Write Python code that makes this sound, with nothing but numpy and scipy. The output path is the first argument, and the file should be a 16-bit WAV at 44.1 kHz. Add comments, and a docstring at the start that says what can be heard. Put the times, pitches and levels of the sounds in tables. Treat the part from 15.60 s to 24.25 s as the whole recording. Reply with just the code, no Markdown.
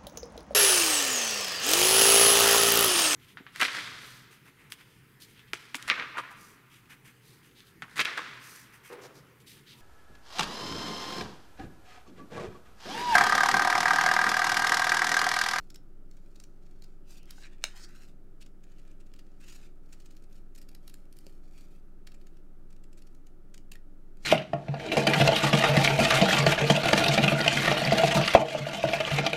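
"""Fracture and friction in thin card

Small scissors nibble round a picture just above a desk in a small room, over a fan and mains hum.
Each bite is a burst of breaking fibres, filtered by the resonances of the card and its fresh edge.
The card and its dangling offcut slide by noisy friction, sing by stick and slip, and bump softly.
Once there is a hard snap, a sum of decaying modes; short diffuse reflections follow the handwork."""
import sys
import numpy as np
from scipy import signal
from scipy.fft import rfft, irfft
from scipy.io import wavfile

SR = 44100
rng = np.random.default_rng(int(sys.argv[2]) if len(sys.argv) > 2 else 0)


def dump(signal):
    """Clip the signal to [-1, 1] and save it as 16-bit WAV at the path in sys.argv[1]."""
    limited = np.clip(np.atleast_2d(signal).T, -1, 1)
    pcm = np.round(limited * 32767).astype(np.int16)
    wavfile.write(sys.argv[1], SR, pcm)


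N = 381465
TIME = np.arange(N) / SR  # s

# Power density of the fan's rush and the thin hiss: frequency_hz, density_db (per Hz)
AIR_SPECTRUM = [(20, -89.5), (70, -97), (120, -95.5), (190, -86.5), (235, -94.5), (275, -87), (370, -86.5),
                (490, -101), (585, -95.5), (680, -105), (750, -102), (1080, -113), (1300, -105),
                (2000, -115), (3500, -122), (16000, -126)]
# Tones of a fan turning about 1000 times a minute, and of the mains: frequency_hz, level_db (rms, before waver)
HUM_TONES = [(16.55, -43.5), (29.9, -70.5), (33.2, -75.5), (38.4, -73), (49.8, -65.5), (83.1, -74.5),
             (99.9, -81.5), (114.7, -77.5), (129.5, -73), (148.0, -71), (166.5, -75), (186.1, -73.5),
             (200.5, -71), (259, -75), (300.8, -78.5), (344.9, -87), (738, -86.5), (886, -92.5),
             (1000, -95), (1175, -91), (1199.5, -95), (1290, -86.5), (1348, -90), (1465, -95)]
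ROOM_T60_S, ROOM_DB, ROOM_TOP_HZ = 0.16, -13.5, 8850
DESK_ECHO_S, DESK_ECHO_DB = 0.00072, -21
CUTOFF_HZ = 15750

# Resonances of the held sheet: frequency_hz, width_hz, boost_db
SHEET_RESONANCES = [(1586, 450, 2), (2500, 300, 3), (4650, 1200, 5.5), (6860, 1100, 2), (11440, 950, 1.5)]
# Body, middle and air ranges of the card, one per row: low_hz, high_hz
CARD_RANGES = [(1350, 3460), (3200, 8600), (8600, 14700)]

# Strokes of the card over fingers and desk:
# start_s, length_s, level_db (3-9 kHz, before the slide's gain), body_db (re level), air_db (re level)
CARD_STROKES = [(0.01, 0.035, -76.5, -4, -4), (0.53, 0.37, -80.5, -3, -8), (1.03, 0.3, -81.5, -1, -11),
                (1.494, 0.083, -62.5, -6, -7), (1.698, 0.032, -68, 5.5, -8), (1.753, 0.062, -62, -5, -10),
                (1.838, .025, -61.5, 1.5, -14), (1.915, .02, -75, 7, -11), (2.035, 0.14, -66.5, 4, -9),
                (2.162, 0.043, -59.5, -4.5, -10), (2.219, 0.029, -56, -8.5, -14),
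                (2.3, .18, -68.5, -0.5, -8), (3.072, 0.24, -79.5, 3, -8), (3.5, 0.3, -84.5, 0.5, -12),
                (3.83, 0.23, -69.5, 1, -9), (3.895, 0.069, -61.5, -4, -7.5), (4.264, 0.29, -79, 0, -6),
                (4.743, 0.042, -77.5, 0, -3.5), (5.0, 0.14, -84, 2, -2), (5.24, 0.17, -79.5, 0.5, -3),
                (5.56, 0.19, -78, -1.5, -2.5), (5.86, 0.018, -73, -3.5, -8), (5.949, 0.092, -69.5, -2, -6),
                (6.126, 0.026, -75.5, 1, -3.5), (6.5, 0.27, -87.5, 1, -3), (7.38, .2, -89.5, -1.5, -2),
                (8.64, .03, -57, -3, -10)]
# A stroke swells and fades by a factor e in these times; a gentle one (below GENTLE_DB) takes longer.
STROKE_ATTACK_S, STROKE_RELEASE_S, GENTLE_DB, GENTLE_EXTRA_S = 0.012, 0.011, -73, 0.042
HOLDING_DB = -100  # the card never lies quite still in the hand
# Drags in which the edge sings briefly: middle_s, level_db, length_s (middle to either end), pitch_hz, width_hz
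EDGE_DRAGS = [(1.578, -71, 0.15, 2770, 600), (1.843, -57.5, 0.019, 3950, 300),
              (1.855, -58.5, 0.033, 1720, 450), (1.857, -57, 0.021, 2410, 400),
              (2.241, -65.5, 0.22, 1580, 550), (2.17, -63.5, 0.038, 860, 250),
              (2.237, -61, 0.041, 5060, 800), (3.903, -63, 0.042, 2720, 450), (3.92, -67, 0.09, 6850, 450),
              (5.98, -72.5, 0.055, 2460, 350)]

# Soft bumps of card and hand: start_s, level_db (relative), pitch_hz, t60_s
SOFT_BUMPS = [(1.781, -46, 1520, 0.019), (1.782, -51.5, 824, .025), (5.668, -55, 260, 0.041),
              (5.666, -45, 555, 0.036), (5.668, -45, 390, 0.03), (5.668, -61, 790, .025),
              (8.154, -45.5, 1840, 0.024)]
SNAP_S, SNAP_DB = 2.0397, -17.5
# Modes rung by the snap: frequency_hz, level_db (re SNAP_DB), t60_s
SNAP_RESONANCES = [(600, -12.5, 0.023), (870, -12.5, .011), (1445, -2, 0.0068), (1800, -8, 0.0082),
                   (2265, -3, 0.015), (2810, -2, 0.0099), (3730, 2, 0.0089), (4210, -3, 0.0077),
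                   (5155, 0, 0.01), (6330, 5.5, 0.0059), (6670, 0.5, .007), (7550, -6.5, 0.0087),
                   (8320, -1, .006), (9650, -11, .008), (11000, -11, .006)]

# Spells of fine nibbling with faint random ticks: start_s, end_s, level_db (typical, before the bites' gain)
NIBBLING_SPELLS = [(3.098, 3.35, -66.5), (4.36, 4.8, -68.5), (7.381, 7.55, -66)]
TICKS_PER_S, TICK_SPREAD_DB, TICK_S, TICK_EDGE_HZ = 15, 3, 0.0045, 6900
# Clear bites of the blades and creases of the card:
# middle_s, level_db (3-9 kHz, before the bites' gain), length_s (before stretch), edge_hz (ring of the edge)
CLEAR_BITES = [(0.104, -49.5, 0.0024, 5040), (0.146, -52, 0.0029, 7200), (0.159, -47, 0.0022, 5140),
               (0.513, -58, 0.0019, 7100), (0.76, -58, .0042, 4330), (0.801, -48.5, 0.0019, 6100),
               (0.839, -50, 0.0019, 6400), (1.223, -53, 0.0025, 4400), (1.242, -56.5, 0.0044, 4300),
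               (1.631, -60, 0.0017, 2800), (1.657, -62, .002, 2880), (1.708, -42.5, .002, 5360),
               (2.816, -58.5, 0.0084, 2700), (2.824, -57, 0.0062, 2600), (2.864, -58.5, 0.003, 5450),
               (3.039, -62.5, 0.0038, 6950), (3.408, -66.5, 0.008, 8500), (3.467, -70, .007, 7000),
               (3.539, -55.5, 0.002, 2890), (3.563, -64, .0035, 2400), (3.594, -58, 0.0062, 5030),
               (3.81, -63.5, 0.0071, 1900), (3.884, -55, 0.0065, 2800), (4.331, -54.5, 0.007, 7340),
               (4.403, -59.5, .0037, 5870), (4.46, -58, 0.0045, 7400), (4.51, -61, .004, 7000),
               (4.568, -58.5, 0.0029, 5800), (4.624, -67, .003, 7220), (4.729, -63, 0.0034, 6150),
               (4.952, -58.5, .0035, 6800), (4.961, -57.5, .0033, 6900), (4.98, -56.5, .003, 8000),
               (4.986, -58, .004, 5000), (5.017, -55, 0.0023, 5000), (5.027, -62, 0.0037, 7800),
               (5.09, -55.5, 0.0032, 4830), (5.15, -50, 0.0017, 4940), (5.279, -50, .0026, 4440),
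               (5.298, -55.5, .003, 4400), (5.342, -50.5, 0.0021, 7500), (5.527, -57, 0.0018, 8400),
               (5.569, -60, .002, 8000), (5.588, -53.5, .0015, 4630), (5.667, -50, .0017, 5200),
               (6.473, -50.5, .004, 2550), (6.52, -59, 0.003, 3800), (6.546, -62.5, 0.0054, 7100),
               (6.615, -65, .003, 3900), (6.67, -60.5, .0034, 7200), (6.771, -67, 0.0028, 2780),
               (7.107, -67, .0045, 7300), (7.128, -65, .0036, 8000), (7.165, -66.5, 0.0028, 2300),
               (7.24, -62, 0.0037, 7440), (7.331, -61.5, 0.0031, 7700), (7.379, -62, 0.0058, 7760),
               (7.422, -59, 0.0028, 5100), (7.669, -61.5, 0.0034, 6350), (7.944, -50.5, 0.0031, 7420),
               (7.979, -51, .0016, 6500), (8.119, -46.5, 0.0032, 2640), (8.136, -59.5, .003, 7360),
               (8.156, -54, 0.0017, 1880), (8.572, -66, 0.0022, 7940)]
# Tone of the bites, shifting as the card is turned in the hand: time_s, body_db (re level), air_db (re level)
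BITE_COLOUR = [(0.1, -7, -10), (1.25, -8, -10), (1.7, -8.5, -4.5), (2.8, -1.5, -10), (3.85, -0.5, -8.5),
               (4.45, -4.5, -8.5), (5.3, -4.5, -1.5), (5.59, -5.5, 1), (5.67, -4.5, -9), (6.5, -0.5, -9),
               (7.6, -3.5, -4.5), (7.97, -3.5, -9), (8.13, 1, -4)]
# Upper edge of the bites' air range: time_s, top_hz
BITE_AIR_TOP = [(4.5, 15700), (5.0, 14000), (6.5, 15500), (7.1, 12500), (7.6, 12500), (7.95, 14500)]


def from_db(db):
    """Logarithmic level: decibels become an amplitude gain."""
    return 10 ** (np.asarray(db) / 20)


def rms_one(x):
    """Normalisation: a signal is scaled to unit mean power."""
    return x / np.sqrt(np.mean(x ** 2) + 1e-20)


def band(x, low_hz, high_hz, order=3):
    """Band limitation: a causal filter passes one range of frequencies."""
    edges_hz = [low_hz, min(high_hz, 0.45 * SR)]
    return signal.sosfilt(signal.butter(order, edges_hz, "band", fs=SR, output="sos"), x)


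def drift(rate):
    """Random fluctuation: chance values, `rate` a second, are joined by lines and scaled to unit power."""
    knots = rng.standard_normal(int(N / SR * rate) + 2)
    return rms_one(np.interp(TIME * rate, np.arange(len(knots)), knots))


def boost(x, hz, width_hz, gain_db):
    """Resonance: a two-pole peak is added to the sound that excites it."""
    radius = np.exp(-np.pi * width_hz / SR)
    zeros = np.array([1, 0, -1]) * (1 - radius ** 2) / 2
    poles = [1, -2 * radius * np.cos(2 * np.pi * hz / SR), radius ** 2]
    return x + (from_db(gain_db) - 1) * signal.lfilter(zeros, poles, x)


def ring(start_s, hz, t60, rise_s):
    """Damped oscillation: a struck mode swells during the contact, then decays exponentially."""
    age = np.clip(TIME - start_s, 0, 6 * t60)
    return np.sin(2 * np.pi * hz * age) * from_db(-60 * age / t60) * (1 - np.exp(-age / rise_s))


def fibres(size, per_s, spread_db):
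    """Random impulses: fibres catch and break by chance, mostly tiny with a few large if spread_db > 0."""
    born = rng.random(size) < per_s / SR
    excess = np.minimum(rng.exponential(1, size), 4)
    return born * rng.standard_normal(size) * from_db(spread_db * excess)


def room_air():
    """Broadband noise: white noise is shaped into the smooth rush of the fan, sinking into a thin hiss."""
    hz, db = np.transpose(AIR_SPECTRUM)
    bins_hz = np.arange(N // 2 + 1) * SR / N
    density_db = np.interp(np.log(bins_hz + 1), np.log(hz), db)
    noise = rfft(rng.standard_normal(N))
    return irfft(noise * from_db(density_db), N) * np.sqrt(SR / 2)


def hum(waver_db=1.0, wander_rad=0.44):
    """Periodic excitation: fan and mains give steady tones that waver a little in level and phase."""
    total = np.zeros(N)
    for hz, db in HUM_TONES:
        amplitude = np.sqrt(2) * from_db(db + waver_db * drift(5))
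        phase = 2 * np.pi * (hz * TIME + rng.random()) + wander_rad * drift(1.7)
        total += amplitude * np.sin(phase)
    return total


def room(x, first_echo_s=0.006):
    """Diffuse reverberation: dense, short reflections of a furnished room, dull at the top."""
    age = TIME[:SR // 2]
    tail = rng.standard_normal(len(age)) * from_db(-60 * age / ROOM_T60_S) * (age > first_echo_s)
    tail = band(tail, 200, ROOM_TOP_HZ, order=1)
    return signal.fftconvolve(x, tail / np.sqrt(np.sum(tail ** 2)))[:N]


def sheet(x):
    """Resonant radiation: the card sounds through its resonances and the desk just below sends an echo."""
    for hz, width_hz, gain_db in SHEET_RESONANCES:
        x = boost(x, hz, width_hz, gain_db)
    at = np.arange(len(x))
    return x + from_db(DESK_ECHO_DB) * np.interp(at - DESK_ECHO_S * SR, at, x, left=0)


def turning(x, echo_db=-8, nearest_s=0.000694, travel_s=0.000499):
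    """Moving interference: echoes from hands and desk come nearer and recede as the card is turned."""
    echoes = np.zeros(N)
    for k in (1, 2):
        lag_s = nearest_s * k + travel_s * np.abs(drift(2))
        echoes += np.interp(TIME - lag_s, TIME, x)
    return x + from_db(echo_db) * echoes


def stroke_levels():
    """Power addition: strokes swell, hold and fade, giving the gains of the body, middle and air ranges."""
    t = TIME[::32]  # envelopes need only a coarse time step
    power = np.full((3, len(t)), from_db(HOLDING_DB) ** 2)
    for start_s, length_s, level_db, body_db, air_db in CARD_STROKES:
        extra_s = GENTLE_EXTRA_S / (1 + from_db(level_db - GENTLE_DB) ** 2)
        swell = np.exp(np.minimum(t - start_s, 0) / (STROKE_ATTACK_S + extra_s))
        fade = np.exp(np.minimum(start_s + length_s - t, 0) / (STROKE_RELEASE_S + extra_s))
        envelope = from_db(level_db) * swell * fade
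        power += np.outer(from_db([body_db, 0, air_db]), envelope) ** 2
    return [np.interp(TIME, t, gain) for gain in np.sqrt(power)]


def slide(gain_db=-1.0, judder_db=2.27, flex_db=-10, crackle_db=-3, crackle_s=0.0012,
          catches_per_s=60, smooth_above_db=-73.0):
    """Sliding friction: fine impulses with slight judder and small catches; flexing adds a dull underside."""
    body, middle, air = stroke_levels()
    snags = (rng.random(N) < catches_per_s / SR) * rng.random(N)
    decay = np.exp(-1 / (crackle_s * SR))
    catches = signal.lfilter([1], [1, -decay], snags + 1e-18)
    # A slow slide catches, a fast one runs smoothly; the stroke's level stands for its speed.
    slowness = 1 / (1 + middle / from_db(smooth_above_db))
    grip = 1 + from_db(crackle_db) * slowness * rms_one(catches)
    friction = turning(sheet(fibres(size=N, per_s=13000, spread_db=0.0)))
    out = from_db(flex_db) * body * rms_one(band(friction, 700, 1400))
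    for (low_hz, high_hz), gain in zip(CARD_RANGES, (body, middle, air)):
        out += gain * rms_one(band(friction, low_hz, high_hz))
    return out * grip * from_db(gain_db + judder_db * drift(110))


def drags():
    """Stick and slip: random slips of the edge feed one resonance of the card for the length of a stroke."""
    slips, out = fibres(size=N, per_s=3600, spread_db=2.0), np.zeros(N)
    for middle_s, level_db, length_s, hz, width_hz in EDGE_DRAGS:
        stroke = np.cos(np.pi / 2 * np.clip((TIME - middle_s) / length_s, -1, 1))
        song = rms_one(band(slips, hz - width_hz / 2, hz + width_hz / 2, order=2))
        out += from_db(level_db) * stroke * song
    return out


def bumps(rise_s=0.00057):
    """Soft impact: each entry rings one damped low mode that swells briefly during the contact."""
    return sum(from_db(db) * ring(start_s, hz, t60, rise_s) for start_s, db, hz, t60 in SOFT_BUMPS)


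def snap(rise_s=0.00076, crack_db=-15, crack_t60=0.021, rebound_s=0.0007, rebound_db=-12):
    """Hard impact: a bright crack and all modes at once, repeated weakly by a tiny rebound."""
    modes = np.zeros(N)
    for k, (hz, db, t60) in enumerate(SNAP_RESONANCES):
        modes += (-1) ** k * from_db(db) * ring(SNAP_S, hz, t60, rise_s)  # alternate polarity
    age = np.clip(TIME - SNAP_S, 0, 6 * crack_t60)
    noise = rng.standard_normal(N) * (age > 0) * from_db(crack_db - 60 * age / crack_t60)
    crack = band(noise, 5000, 15500, order=1)
    hit = from_db(SNAP_DB) * (modes + crack)
    return hit + from_db(rebound_db) * np.interp(TIME - rebound_s, TIME, hit)


def ticks():
    """Irregular repetition: faint bites at uneven steps through each spell, as rows like the clear bites."""
    rows = []
    for start_s, end_s, level_db in NIBBLING_SPELLS:
        chances = rng.uniform(-1, 1, size=(16, 3))
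        for k, (when, strength, pitch) in enumerate(chances):
            middle_s = start_s + (k + 0.5 + when / 2) / TICKS_PER_S
            if middle_s < end_s:
                tick_db = level_db + TICK_SPREAD_DB * strength
                rows.append((middle_s, tick_db, TICK_S, TICK_EDGE_HZ * 2 ** (pitch / 2)))
    return rows


def bites(rows, gain_db=0.5, stretch=1.27, attack_share=0.89, crumble_db=-16, crumble_s=0.0055,
          edge_db=6.0, edge_width_hz=1000, stray_db=2.5, stray_width_hz=400, flex_db=-13):
    """Fracture: breaking fibres swell and crumble away; the fresh edge rings at one main and stray pitches."""
    size, lead = 2048, 700  # samples in a bite, and before its middle
    out = np.zeros(N + 4096)
    age = (np.arange(size) - lead) / SR
    colour_s, *colours = np.transpose(BITE_COLOUR)
    (body_range, middle_range, (air_low_hz, _)) = CARD_RANGES
    for middle_s, level_db, length_s, edge_hz in rows:
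        body_db, air_db = [np.interp(middle_s, colour_s, column) for column in colours]
        width_s = stretch * length_s * np.where(age < 0, attack_share, 1)  # at half power
        swell = np.exp(-2 * np.log(2) * (age / width_s) ** 2)
        crumble = from_db(crumble_db) * (age > 0) * np.exp(-np.abs(age) / crumble_s)
        burst = sheet(fibres(size=size, per_s=14000, spread_db=2.0) * (swell + crumble))
        burst = boost(burst, edge_hz, edge_width_hz, edge_db)
        for stray_hz in 2000 * 2 ** rng.uniform(0, 2.75, size=3):
            burst = boost(burst, stray_hz, stray_width_hz, stray_db)
        # The sheet flexes under the blade.
        bite = from_db(body_db + flex_db) * rms_one(band(burst, 760, 1260, order=2))
        air_top_hz = np.interp(middle_s, *np.transpose(BITE_AIR_TOP))
        ranges = (body_range, middle_range, (air_low_hz, air_top_hz))
        for (low_hz, high_hz), range_db in zip(ranges, (body_db, 0, air_db)):
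            bite += from_db(range_db) * rms_one(band(burst, low_hz, high_hz))
        at = round(middle_s * SR) - lead
        energy_scale = np.sqrt(length_s * SR / size)  # unit power over the bite's length, not the whole block
        out[at:at + size] += from_db(gain_db + level_db) * bite * energy_scale
    return out[:N]


def scene():
    """Superposition: steady background, handwork close by, and the room's reflections of the handwork."""
    background = room_air() + hum()
    work = slide() + drags() + bumps() + snap() + bites(ticks()) + bites(CLEAR_BITES)
    return (background + work + from_db(ROOM_DB) * room(work))[None]


def record(dry):
    """Low-pass filtering: an elliptic filter cuts the top steeply."""
    return signal.sosfilt(signal.ellip(10, 0.2, 70, CUTOFF_HZ, fs=SR, output="sos"), dry)


dry = scene()
out = record(dry)
dump(out)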